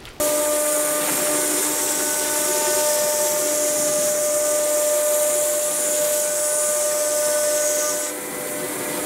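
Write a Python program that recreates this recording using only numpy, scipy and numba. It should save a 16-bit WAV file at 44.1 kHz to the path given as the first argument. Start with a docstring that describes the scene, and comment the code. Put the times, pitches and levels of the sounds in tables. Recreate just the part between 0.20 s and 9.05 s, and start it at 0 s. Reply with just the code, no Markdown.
"""A steady whine stands in front, the spindle of a router at 299.47 turns a second, strongest at twice that.
With it comes the hiss of a bit tearing chips from a wooden board, until it lifts out at 7.9 s.
The whine is a sum of sines; the chips are noise in puffs and ticks timed by the turns, through resonances.
Farther off, coloured noise and three sines make the workshop's fan rumble, drone, rushing air and hum.
Left and right differ by noise patches that flicker in level, strongest near 9 kHz."""
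import sys
import numpy as np
from scipy import signal
from scipy.fft import rfft, irfft, next_fast_len
from scipy.io import wavfile
from numba import njit

SR = 44100
rng = np.random.default_rng(int(sys.argv[2]) if len(sys.argv) > 2 else 0)


def materialize(psi):
    """Save the field psi as 16-bit PCM at rate SR to the path in sys.argv[1].

    A 1-D psi becomes a single channel; in a 2-D psi each row is a channel.
    """
    bounded = np.clip(np.atleast_2d(psi).T, -1, 1)
    quanta = np.round(bounded * 32767).astype(np.int16)
    wavfile.write(sys.argv[1], SR, quanta)


N = 390285   # length [samples]

TURNS_PER_S = 299.47
LIFT_S = 7.9   # the bit leaves the wood
SURGE_RISE_S = 0.021   # onset of rumble surges and of splintering


def from_db(db):
    """Decibels to gain."""
    return 10 ** (np.asarray(db) / 20)


def rms_one(x):
    """Scale to rms 1."""
    return x / np.sqrt(np.mean(x ** 2) + 1e-20)


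def seconds():
    """Time of every sample."""
    return np.arange(N) / SR


def since_lift():
    """Seconds since the bit left the wood, zero before."""
    return np.maximum(seconds() - LIFT_S, 0)


def in_time(rows):
    """Columns of a timed curve, one value a sample."""
    s, *columns = np.transpose(rows)
    return [np.interp(seconds(), s, column) for column in columns]


def swells(rows):
    """Sum of smooth bumps from (centre [s], length [s], height) rows."""
    hold = 1.29   # above 1 the top of a bump is flat
    total = 0
    for centre, length, height in rows:
        phase = np.pi * np.clip((seconds() - centre) / length, -.5, .5)
        total = total + height * np.minimum(hold * np.cos(phase) ** 2, 1)
    return total


def of_order(rows, k):
    """The bumps whose frequency belongs to order k of the spindle speed."""
    return swells([(s, length, db) for s, length, hz, db in rows if round(hz / TURNS_PER_S) == k])


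def colour(x, points):
    """Filter by a (Hz, dB) outline; next to nothing passes outside it."""
    hz, db = np.transpose(points)
    size = next_fast_len(N)
    grid = np.maximum(np.arange(size // 2 + 1) * SR / size, 1)
    gain = from_db(np.interp(np.log(grid), np.log(hz), db, left=-80, right=-80))
    return irfft(rfft(x, size) * gain, size)[..., :N]


def drift(rate):
    """Slow chance: noise at every 40th sample through a double one-pole low-pass at rate [Hz]; spread 1."""
    r = np.exp(-80 * np.pi * rate / SR)
    start = rng.standard_normal(N // 40 + 2002)
    slow = signal.lfilter([1], [1, -2 * r, r * r], start)[2000:]   # settled part only
    return np.interp(np.arange(N) / 40, np.arange(len(slow)), rms_one(slow - slow.mean()))


@njit
def resonance(x, hz, width_hz, sr):
    """Two-pole resonance with a moving centre, gain 1 on top."""
    out, r = np.zeros(len(x)), np.exp(-np.pi * width_hz / sr)
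    for i in range(2, len(x)):
        driven = (1 - r * r) / 2 * (x[i] - x[i - 2])
        out[i] = driven + 2 * r * np.cos(2 * np.pi * hz[i] / sr) * out[i - 1] - r * r * out[i - 2]
    return out


def noise(points, patchy_db, rate):
    """Coloured noise whose level flickers a little; rms 1."""
    return rms_one(colour(rng.standard_normal(N), points) * from_db(patchy_db * drift(rate)))


def tone(cycles, waver_db, rate):
    """A sine, of rms 1 but for its waver in level; its phase wavers too."""
    phase = cycles + rng.random() + 0.0054 * drift(rate)
    return np.sqrt(2) * from_db(waver_db * drift(rate)) * np.sin(2 * np.pi * phase)


def leaning(x, left_db):
    """Two channels, the left louder than the right by left_db."""
    return np.array([x * from_db(left_db / 2), x * from_db(-left_db / 2)])


def echoes(x, rows):
    """Short reflections whose wandering lags comb the sound; rows of (lag [ms], wander [ms], level [dB])."""
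    now = np.arange(N)
    out = x
    for lag, wander, db in rows:
        delay = (lag + wander * drift(0.39)) * SR / 1000
        out = out + from_db(db) * np.interp(now - delay, now, x)
    return out


def spread(mid, wider_db):
    """Left and right differ by noise patches that flicker in level: the sound smeared by 2 ms of noise."""
    # outline of the side before wider_db, strongest near 9 kHz: (frequency [Hz], level [dB])
    side_outline = [(200, -67), (400, -37), (900, -44), (1500, -44), (3000, -50.5), (6000, -23.5),
                    (8800, -17.5), (11000, -27), (15000, -54)]
    size = round(.002 * SR)
    smears = rng.standard_normal((8, size)) * from_db(-30 * np.arange(size) / size)
    patches = sum(drift(13.0) * np.convolve(mid, smear)[:N] for smear in smears)
    patches = patches / np.sqrt(np.sum(smears ** 2))
    side = from_db(wider_db + 2.0 * drift(9.0)) * colour(patches, side_outline)
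    return np.array([mid + side, mid - side])


def surges():
    """Gain of the rumble in dB: quick rise, straight fall."""
    # the rumble surges and dies away: (time [s], level above the rumble [dB], decay [dB per s])
    surge_rows = [(0.798, 6, 12), (3.56, 11, 21), (3.74, 5.5, 6), (5.4, 4, 1.5), (7.97, 7, 5),
                  (8.55, 3.5, 2)]
    total = 0
    for s, db, fall in surge_rows:
        age = seconds() - s
        rise = np.clip(age / SURGE_RISE_S, 0, 1)
        total = total + np.maximum(db * rise - fall * np.maximum(age, 0), 0)
    return total


def rumble(deep_db, rumble_db):
    """Fan rumble as low noise, a little left and unlike in the two channels; surges are equal in both."""
    # noise outlines, the last for what differs between the channels: (frequency [Hz], level per Hz [dB])
    deep_outline = [(15, -40), (30, -16), (50, 3), (62, -9), (75, 4), (90, -10), (120, -27)]
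    rumble_outline = [(60, -34), (90, -13.5), (150, -1), (230, -0.5), (290, 2.5), (400, -44)]
    side_outline = [(60, -20), (100, -3), (160, 4), (260, -14), (350, -40)]
    deep, deep_side = [from_db(deep_db) * noise(deep_outline, patchy_db=2.5, rate=3.0) for _ in range(2)]
    mid, mid_side = [from_db(rumble_db) * noise(outline, patchy_db=2.2, rate=10.0)
                     for outline in (rumble_outline, side_outline)]
    surging = mid * (from_db(surges()) - 1)   # only what exceeds the steady rumble
    side = from_db(-14) * (deep_side + mid_side) * [[1], [-1]]
    return surging + leaning(deep, left_db=4) + leaning(mid, left_db=1.3) + side


def hum(first_db, fourth_db):
    """Blade-pass tone of 500.7 Hz with its second and fourth multiples."""
    cycles = 500.7 * seconds()
    first = tone(cycles, waver_db=2.5, rate=30.0)
    second = from_db(-11.5) * tone(2 * cycles, waver_db=2.5, rate=6.7)
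    fourth = tone(4 * cycles, waver_db=1.3, rate=12.0)
    return from_db(first_db) * (first + second) + from_db(fourth_db) * fourth


def duct_drone():
    """Fan drone: low noise beside noise ringing in a duct resonance whose level flutters."""
    # (frequency [Hz], level per Hz [dB])
    drone_outline = [(220, -27), (300, -4.5), (420, -4), (560, -7), (750, -13.5), (1100, -42)]
    # swells of the duct: (centre [s], length [s], height [dB])
    duct_swells = [(1.3, 0.55, 5.5), (2.4, 0.62, 5.5), (3.25, 0.66, 6.5), (4.2, 0.5, 1), (7.2, 1.0, -5)]
    duct_hz, duct_width_hz, duct_db = 369, 23, -1
    duct = resonance(rng.standard_normal(N), np.full(N, float(duct_hz)), duct_width_hz, SR)
    duct = rms_one(duct * from_db(0.8 * drift(5.4)))
    return noise(drone_outline, patchy_db=1.0, rate=4.6) + from_db(duct_db + swells(duct_swells)) * duct


def moving_air(rush_db, air_db):
    """Air as flickering noise: a rush combed by nearby walls, a hiss that thins at the lift, and a bright jet."""
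    # noise outlines of rush, hiss and cooling air: (frequency [Hz], level per Hz [dB])
    rush_outline = [(500, -5.5), (750, -1.5), (1300, -3), (2000, -4), (2400, -5), (3000, -33)]
    air_outline = [(2000, -42), (2500, 4), (3500, 7.5), (4600, 5), (6000, -4), (9000, -8)]
    jet_outline = [(3240, -52), (5500, -14.5), (7580, -5), (8310, -4.5), (8990, -1.5), (10000, -3.5),
                   (13400, -9), (15700, -12.5)]
    # reflections off nearby walls: (lag [ms], wander [ms], level [dB])
    wall_echoes = [(3.7, .25, -5), (6.1, .4, -6), (9.3, .5, -7)]
    # swells of the hiss: (centre [s], length [s], height [dB])
    air_swells = [(.4, 1.1, -0.5), (2.5, 0.85, 1.5), (4.1, 0.56, -3.5), (5.85, 0.6, 3), (6.3, 1.1, -1.5),
                  (7.3, 1.1, 0)]
    rush = rms_one(echoes(noise(rush_outline, patchy_db=1.23, rate=34.0), wall_echoes))
    air_db = air_db + swells(air_swells) - 5 * np.minimum(20 * since_lift(), 1)
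    hiss = noise(air_outline, patchy_db=1.34, rate=26.0)
    jet_db = -33.5 + 4 * since_lift()   # grows by 4 dB per s after the lift
    jet = from_db(jet_db) * noise(jet_outline, patchy_db=0.64, rate=12.0)
    return from_db(rush_db) * rush + from_db(air_db) * hiss + jet


def workshop(shop_db):
    """The room behind the router: each layer follows its own share of the common swing in level."""
    # deep, rumble, drone, rush, air, hum, fourth multiple of the hum: (level [dB], share of the swing)
    layers = [(-64, 0.84), (-48.5, 0.76), (-40, 0.58), (-37, 0.5), (-39, 0.46), (-44.5, 0.07),
              (-50.5, 0.23)]
    # hum and its fourth multiple: (centre [s], length [s], height [dB])
    hum_swells = [(.95, .6, 3), (2.1, 1, -17), (3.8, 1.3, -4), (4.85, 0.66, 0), (5.8, 0.67, 4),
                  (8.4, 3.4, 6.5)]
    fourth_swells = [(1.1, 1.0, 3), (3.4, 1.1, 2.5), (5.8, 2.5, -4), (8.3, 2.8, 6)]
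    levels = [db + share * shop_db for db, share in layers]
    deep_db, rumble_db, drone_db, rush_db, air_db, hum_db, fourth_db = levels
    tones = hum(hum_db + swells(hum_swells), fourth_db + swells(fourth_swells))
    mid = from_db(drone_db) * duct_drone() + moving_air(rush_db, air_db) + tones
    return rumble(deep_db, rumble_db) + spread(mid, wider_db=7.5)   # farther off than the bit


def splinters():
    """The bit splinters the board: dense uneven snaps that set in quickly and thin out."""
    # bursts as the bit changes course: (time [s], level [dB], decay [dB per s])
    bursts = [(.79, -31, 120), (.86, -35.5, 30), (.96, -38, 90), (1.04, -40, 20), (1.17, -42, 60),
              (2.3, -47, 20), (5.8, -40, 32)]
    # (frequency [Hz], level per Hz [dB])
    snap_outline = [(300, -22), (600, 2), (1200, -3), (2500, -5.5), (3800, -14), (5000, -32)]
    snaps_per_s = 700 * from_db(6.0 * drift(25.0))
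    heights = from_db(3.1 * np.minimum(rng.exponential(1, N), 5)) * rng.choice([-1, 1], N)
    snaps = (rng.random(N) < snaps_per_s / SR) * heights
    gain = 0
    for s, db, fall in bursts:
        age = seconds() - s
        gain = gain + np.clip(age / SURGE_RISE_S, 0, 1) * from_db(db - fall * np.maximum(age, 0))
    return gain * rms_one(colour(snaps, snap_outline))


def flares(tearing):
    """Peaks flare and slide as the head travels: resonances on three streams of tearing noise, faded in and out."""
    # (centre [s], length [s], frequency [Hz], glide [Hz per s], level [dB])
    flare_rows = [(0.56, 1.7, 9600, 0, 2), (0.73, 2.1, 8700, 256, -3), (1.27, 0.88, 10500, 0, -3),
                  (1.1, .8, 7500, -200, -10), (1.86, 1.8, 7960, 1500, 0.5), (2.25, 0.98, 10800, 2200, -3),
                  (2.46, 1, 7100, 500, 1.5), (1.3, 0.86, 8900, 0, -4.5), (1.77, 1.1, 9500, 400, -5),
                  (5.1, 0.39, 8600, 0, -1.5), (5.15, 0.38, 10000, 0, -3.5), (4.9, .5, 12300, -4, -6),
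                  (.7, 1.0, 12600, -1, -5), (2.6, 0.83, 8400, 1200, -4), (3.38, 2, 7380, -700, 3),
                  (2.86, 6.9, 5700, 105, -5), (3.55, 0.83, 6700, -800, 0), (4.22, 1.2, 8400, 502, 0),
                  (2.74, .8, 5300, 0, -10), (3.57, 0.94, 10000, 0, -3), (4.4, 1.2, 7200, 300, 2.5),
                  (5.2, 1.1, 7250, 500, 1), (5.7, 0.47, 7060, 3, 2.5), (5.6, 0.26, 9100, -5, 2.5),
                  (5.6, 0.47, 10100, -3, -1), (7.7, 0.49, 7000, 0, 1.5), (6.4, 0.51, 9600, -3, 4.5),
                  (6.7, 1.9, 7900, -100, -0.5), (7.15, 0.51, 9200, 2, 0.5), (6.45, 0.54, 8950, 0, 0.5),
                  (6.45, 0.46, 10300, 0, -2.5), (6.45, .45, 7100, 0, 1.5), (7.25, .6, 5400, 0, -5),
                  (2.6, 2.4, 5300, 50, -10), (7.55, 0.54, 6700, 0, 7), (7.55, 0.84, 8000, 0, 1.5),
                  (8.5, 0.3, 10200, 0, -2), (8.7, 0.43, 10100, 5, -10), (7.6, 0.6, 6100, 5, 2),
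                  (7.86, 0.082, 7000, 0, -9), (7.86, 0.11, 7160, 0, 12), (7.86, 0.15, 8060, 0, 7),
                  (7.8, 0.058, 10200, 0, 3)]
    width_hz = 440   # of each of two passes
    out, sources = np.zeros(N), [tearing() for _ in range(3)]
    for k, (s, length, hz, glide, db) in enumerate(flare_rows):
        first = max(int((s - length / 2) * SR), 0)
        last = min(int((s + length / 2) * SR), N)
        offset = np.arange(first, last) / SR - s
        centre = hz + glide * offset
        once = resonance(sources[k % 3][first:last], centre, width_hz, SR)
        peak = resonance(once, centre, width_hz, SR)
        out[first:last] += from_db(db) * rms_one(peak) * np.cos(np.pi * offset / length)
    return out


def cutting(turns, chips_db, dull_db, bright_db):
    """Fibres tear in a puff every turn, with a weaker puff from the second flute; a tick repeats each turn."""
    # the head slows and ticks clear: (centre [s], length [s], added share of ticks)
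    corners = [(2.2, 1.0, .04), (3.25, .6, .12), (5.53, .4, .2)]
    # standing peaks in the hiss: (frequency [Hz], level [dB])
    ring_rows = [(7050, -2), (8500, -1), (9600, -7), (10400, -6)]
    # noise outlines: (frequency [Hz], level [dB])
    chip_outline = [(5600, -32), (6500, 4), (7500, 7), (9000, 4.5), (10500, 2), (11500, -16)]
    dull_outline = [(4400, -11), (5000, -7.5), (5300, -2.5), (6000, 1.5), (6600, 2), (7200, -26)]
    bright_outline = [(10200, -16), (11200, 5), (13000, 2.5), (15500, -1), (17000, -26.5)]
    # the dust shoe lets only the treble out: (frequency [Hz], level [dB])
    shoe_outline = [(3500, -22), (5000, 4.5), (5600, -1.5), (10800, 2), (13000, 0), (14000, -15)]
    # reflections off board and frame: (lag [ms], wander [ms], level [dB])
    board_echoes = [(.9, 0.027, -20), (1.7, 0.068, -13.5), (2.9, 0.122, -14)]
    leaving = seconds() > LIFT_S - .08
    tick_share = np.where(leaving, .85, .06 + swells(corners))
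    angle = 2 * np.pi * turns
    flutes_db = 3.6 * np.cos(angle - .6) + 2.0 * np.cos(2 * angle - 1.2)
    puffs = rms_one(from_db(flutes_db + 0.5 * drift(48.0) + 0.58 * drift(5.7)))
    ticks = np.diff(np.floor(turns + 0.0047 * drift(80.0)), prepend=0) * from_db(0.57 * drift(70.0))

    def tearing():
        """Fresh noise under the shared puffs; the edge drags each tick out over half a millisecond."""
        scrape = rng.standard_normal(60) * from_db(-.8 * np.arange(60))
        scraped = rms_one(np.convolve(ticks, scrape)[:N])
        return np.sqrt(1 - tick_share) * puffs * rng.standard_normal(N) + np.sqrt(tick_share) * scraped

    broad = rms_one(colour(tearing(), chip_outline))
    peaks = flares(tearing)
    for hz, db in ring_rows:
        ring = rms_one(resonance(tearing(), hz + 150 * drift(1.5), 380, SR))   # wander and width in Hz
        peaks = peaks + from_db(db + 1.0 * drift(0.61)) * ring
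    peaks = rms_one(colour(peaks, shoe_outline))
    dull = from_db(dull_db) * rms_one(colour(tearing(), dull_outline))
    bright = from_db(bright_db + 0.82 * drift(5.3)) * rms_one(colour(tearing(), bright_outline))
    hiss = from_db(-3) * broad + from_db(-1) * peaks + dull + bright
    return from_db(chips_db) * echoes(hiss, board_echoes)


def whine(turns, chips_db, shop_db):
    """Sines at the orders of the spindle speed; the second, two flutes a turn, leads."""
    # the flutes' bite, heard as the second order: (time [s], level [dB])
    bite = [(0.0, -21), (0.83, -26), (0.89, -32.5), (0.96, -34), (1.03, -25.5), (1.17, -27.5), (1.24, -30),
            (1.29, -33), (1.46, -36.5), (1.6, -34), (1.92, -32.5), (2.69, -22), (3.2, -24.5), (4.95, -20),
            (5.49, -25.5), (5.54, -30.5), (5.82, -21.5), (6.11, -25.5), (7.22, -21.5), (7.56, -23.5),
            (7.86, -32), (7.94, -40), (8.13, -45), (8.18, -37), (8.43, -34), (8.48, -42), (8.6, -39),
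            (8.68, -33), (8.85, -37)]
    # the other low orders: (order, level before swells [dB], share of the workshop's swing, loss at the lift [dB])
    low_orders = [(1, -43.5, 1, 0.5), (3, -46.5, 0.28, 5), (4, -46, 0.14, 23), (5, -47, 0.088, 16),
                  (6, -50.5, .2, 8), (7, -53.5, .2, 11)]
    # upper orders, heard while the bit cuts: (order, level re chips before swells [dB])
    upper_orders = [(8, -32), (9, -32.5), (10, -32), (11, -29.5), (12, -33), (13, -32)]
    # orders swell and fade as the head moves over the board: (centre [s], length [s], frequency [Hz], height [dB])
    order_swells = [(.4, 0.65, 299, 2.5), (1.3, 1.2, 299, 5.5), (2.75, 1.3, 299, -13), (3.4, 1, 299, 5),
                    (5.1, 1.2, 299, -9), (6.3, 1.07, 299, -11), (7.597, 0.43, 299, 1.5),
                    (7.94, 0.15, 299, 10), (.15, 0.87, 898, 5.5), (1.097, 0.64, 898, 3.5),
                    (1.9, 1.9, 898, 8.5), (2.8, 1.63, 898, 11), (3.8, 1.1, 898, -6), (4.7, 1.5, 898, 3.5),
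                    (6.7, 2.8, 898, 5), (0.403, 2.1, 1198, 9), (1.16, .25, 1198, 5), (2.5, 1.0, 1198, 5.5),
                    (3.747, 0.34, 1198, 6.5), (4.602, 1.9, 1198, 7), (5.523, 0.18, 1198, 7),
                    (5.7, 0.16, 1198, -4), (6.75, 0.23, 1198, 1.5), (6.8, 2.1, 1198, 7),
                    (7.67, 0.16, 1198, 13), (0.755, 1.1, 1497, 4.5), (1.283, 0.32, 1497, 7.5),
                    (2.198, 1.76, 1497, 9), (4.3, 0.24, 1497, 6), (4.7, .3, 1497, -12), (6.2, 1.6, 1497, 6),
                    (7.4, 1.6, 1497, 9), (.95, 0.81, 1797, 6), (2.8, 1.7, 1797, 6), (5.2, 2.2, 1797, 1.5),
                    (7.3, 1.5, 1797, 5.5), (1.25, 1.2, 2096, 8), (2.4, 1.1, 2096, 1), (5.8, 0.78, 2096, 6),
                    (7.4, 1.1, 2096, 5), (.9, 0.45, 2396, 13), (2.35, .5, 2396, 8), (.9, .3, 2695, 13),
                    (2.42, .45, 2695, 12), (2.15, 0.58, 3594, 14), (4.1, .5, 3594, -8)]
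    # orders lean to a side as the head moves: (centre [s], length [s], frequency [Hz], left minus right [dB])
    order_leans = [(0.34, 1.7, 299, 11), (2.36, 2.2, 299, 7), (1.8, 1.9, 599, 1), (2.58, 5, 599, 1.7),
                   (8.7, 0.75, 599, 3), (0.17, 0.97, 898, 3), (1.9, 3.5, 898, 3), (4.7, 2.3, 898, 4),
                   (1.74, 1.1, 1198, 3), (0.72, 0.61, 1797, 6), (7.2, 0.75, 1797, 3)]
    second = from_db(in_time(bite)[0]) * tone(2 * turns, waver_db=0.84, rate=28.0)
    out = leaning(second, of_order(order_leans, 2))
    for k, db, share, lost_db in low_orders:
        level_db = db + share * shop_db + of_order(order_swells, k) - lost_db * np.minimum(20 * since_lift(), 1)
        order = from_db(level_db) * tone(k * turns, waver_db=1.9, rate=13.0)
        out = out + leaning(order, of_order(order_leans, k))
    upper = 0
    for k, db in upper_orders:
        upper = upper + from_db(db + of_order(order_swells, k)) * tone(k * turns, waver_db=3.5, rate=6.4)
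    return out + from_db(chips_db) * upper


def scene():
    """Workshop, cut and spindle together."""
    # how loud the workshop comes through: (time [s], swing [dB], of which each layer takes a share)
    shop = [(0, 8), (.3, 3.5), (.78, 5.5), (.86, 6.5), (1.5, 5), (1.95, 5.5), (2.55, 5.5), (3.0, 2.5),
            (4.1, -0.5), (5.1, -0.5), (5.9, -3), (6.1, -5.5), (7.3, -1.5), (7.9, -1), (8.05, 0.5), (8.5, 4),
            (8.85, 9.5)]
    # the cut; the dull edge tells how far the dust shoe gapes toward the listener:
    # (time [s], chips [dB], dull edge re chips [dB])
    cut_rows = [(0, -25.5, -8), (.2, -29, -10.5), (.5, -26.5, -16), (.85, -28, -13), (1.15, -25, -10.5),
                (2.1, -26.5, -7), (2.6, -25.5, -6.5), (3.8, -27, -6), (4.4, -28, -8), (5.0, -25, -15.5),
                (5.6, -25.5, -14), (5.85, -24.5, -12), (6.45, -25.5, -10), (6.8, -27, -5), (7.5, -27, -7.5),
                (7.7, -29.5, 0), (7.79, -31.5, -8), (7.93, -37, -14)]
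    # bright edge: (centre [s], length [s], height [dB])
    bright_swells = [(.85, 0.55, 2), (3.2, 0.66, 1), (4.9, .5, 2), (5.9, 0.36, 4), (6.22, .2, 0),
                     (3.8, 0.99, -1)]
    turns = TURNS_PER_S * seconds()
    shop_db, = in_time(shop)
    chips_db, dull_db = in_time(cut_rows)
    chips_db = chips_db - 400 * since_lift()   # the bit leaves the wood
    bright_db = -8.5 + 0.42 * shop_db + swells(bright_swells)   # re chips
    chips = cutting(turns, chips_db, dull_db, bright_db) + splinters()
    return workshop(shop_db) + spread(chips, wider_db=-7) + whine(turns, chips_db, shop_db)


def roll_off(x):
    """The treble ends steeply here."""
    return signal.sosfilt(signal.butter(12, 16740, fs=SR, output="sos"), x)


def record(dry):
    """The microphone rounds the peaks and loses the deep bass; the top is cut steeply."""
    headroom = .6   # peaks round off toward this height
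    bass_cut = signal.butter(2, 37, "high", fs=SR, output="sos")
    top_cut = signal.ellip(12, .3, 70, 15730, fs=SR, output="sos")
    rounded = headroom * np.tanh(dry / headroom)
    led_in = np.pad(rounded, ((0, 0), (4000, 0)), "reflect")   # lets the filters settle
    mix = signal.sosfilt(np.vstack([bass_cut, top_cut]), led_in)[:, -N:]
    return roll_off(mix)


dry = scene()
out = record(dry)
materialize(out)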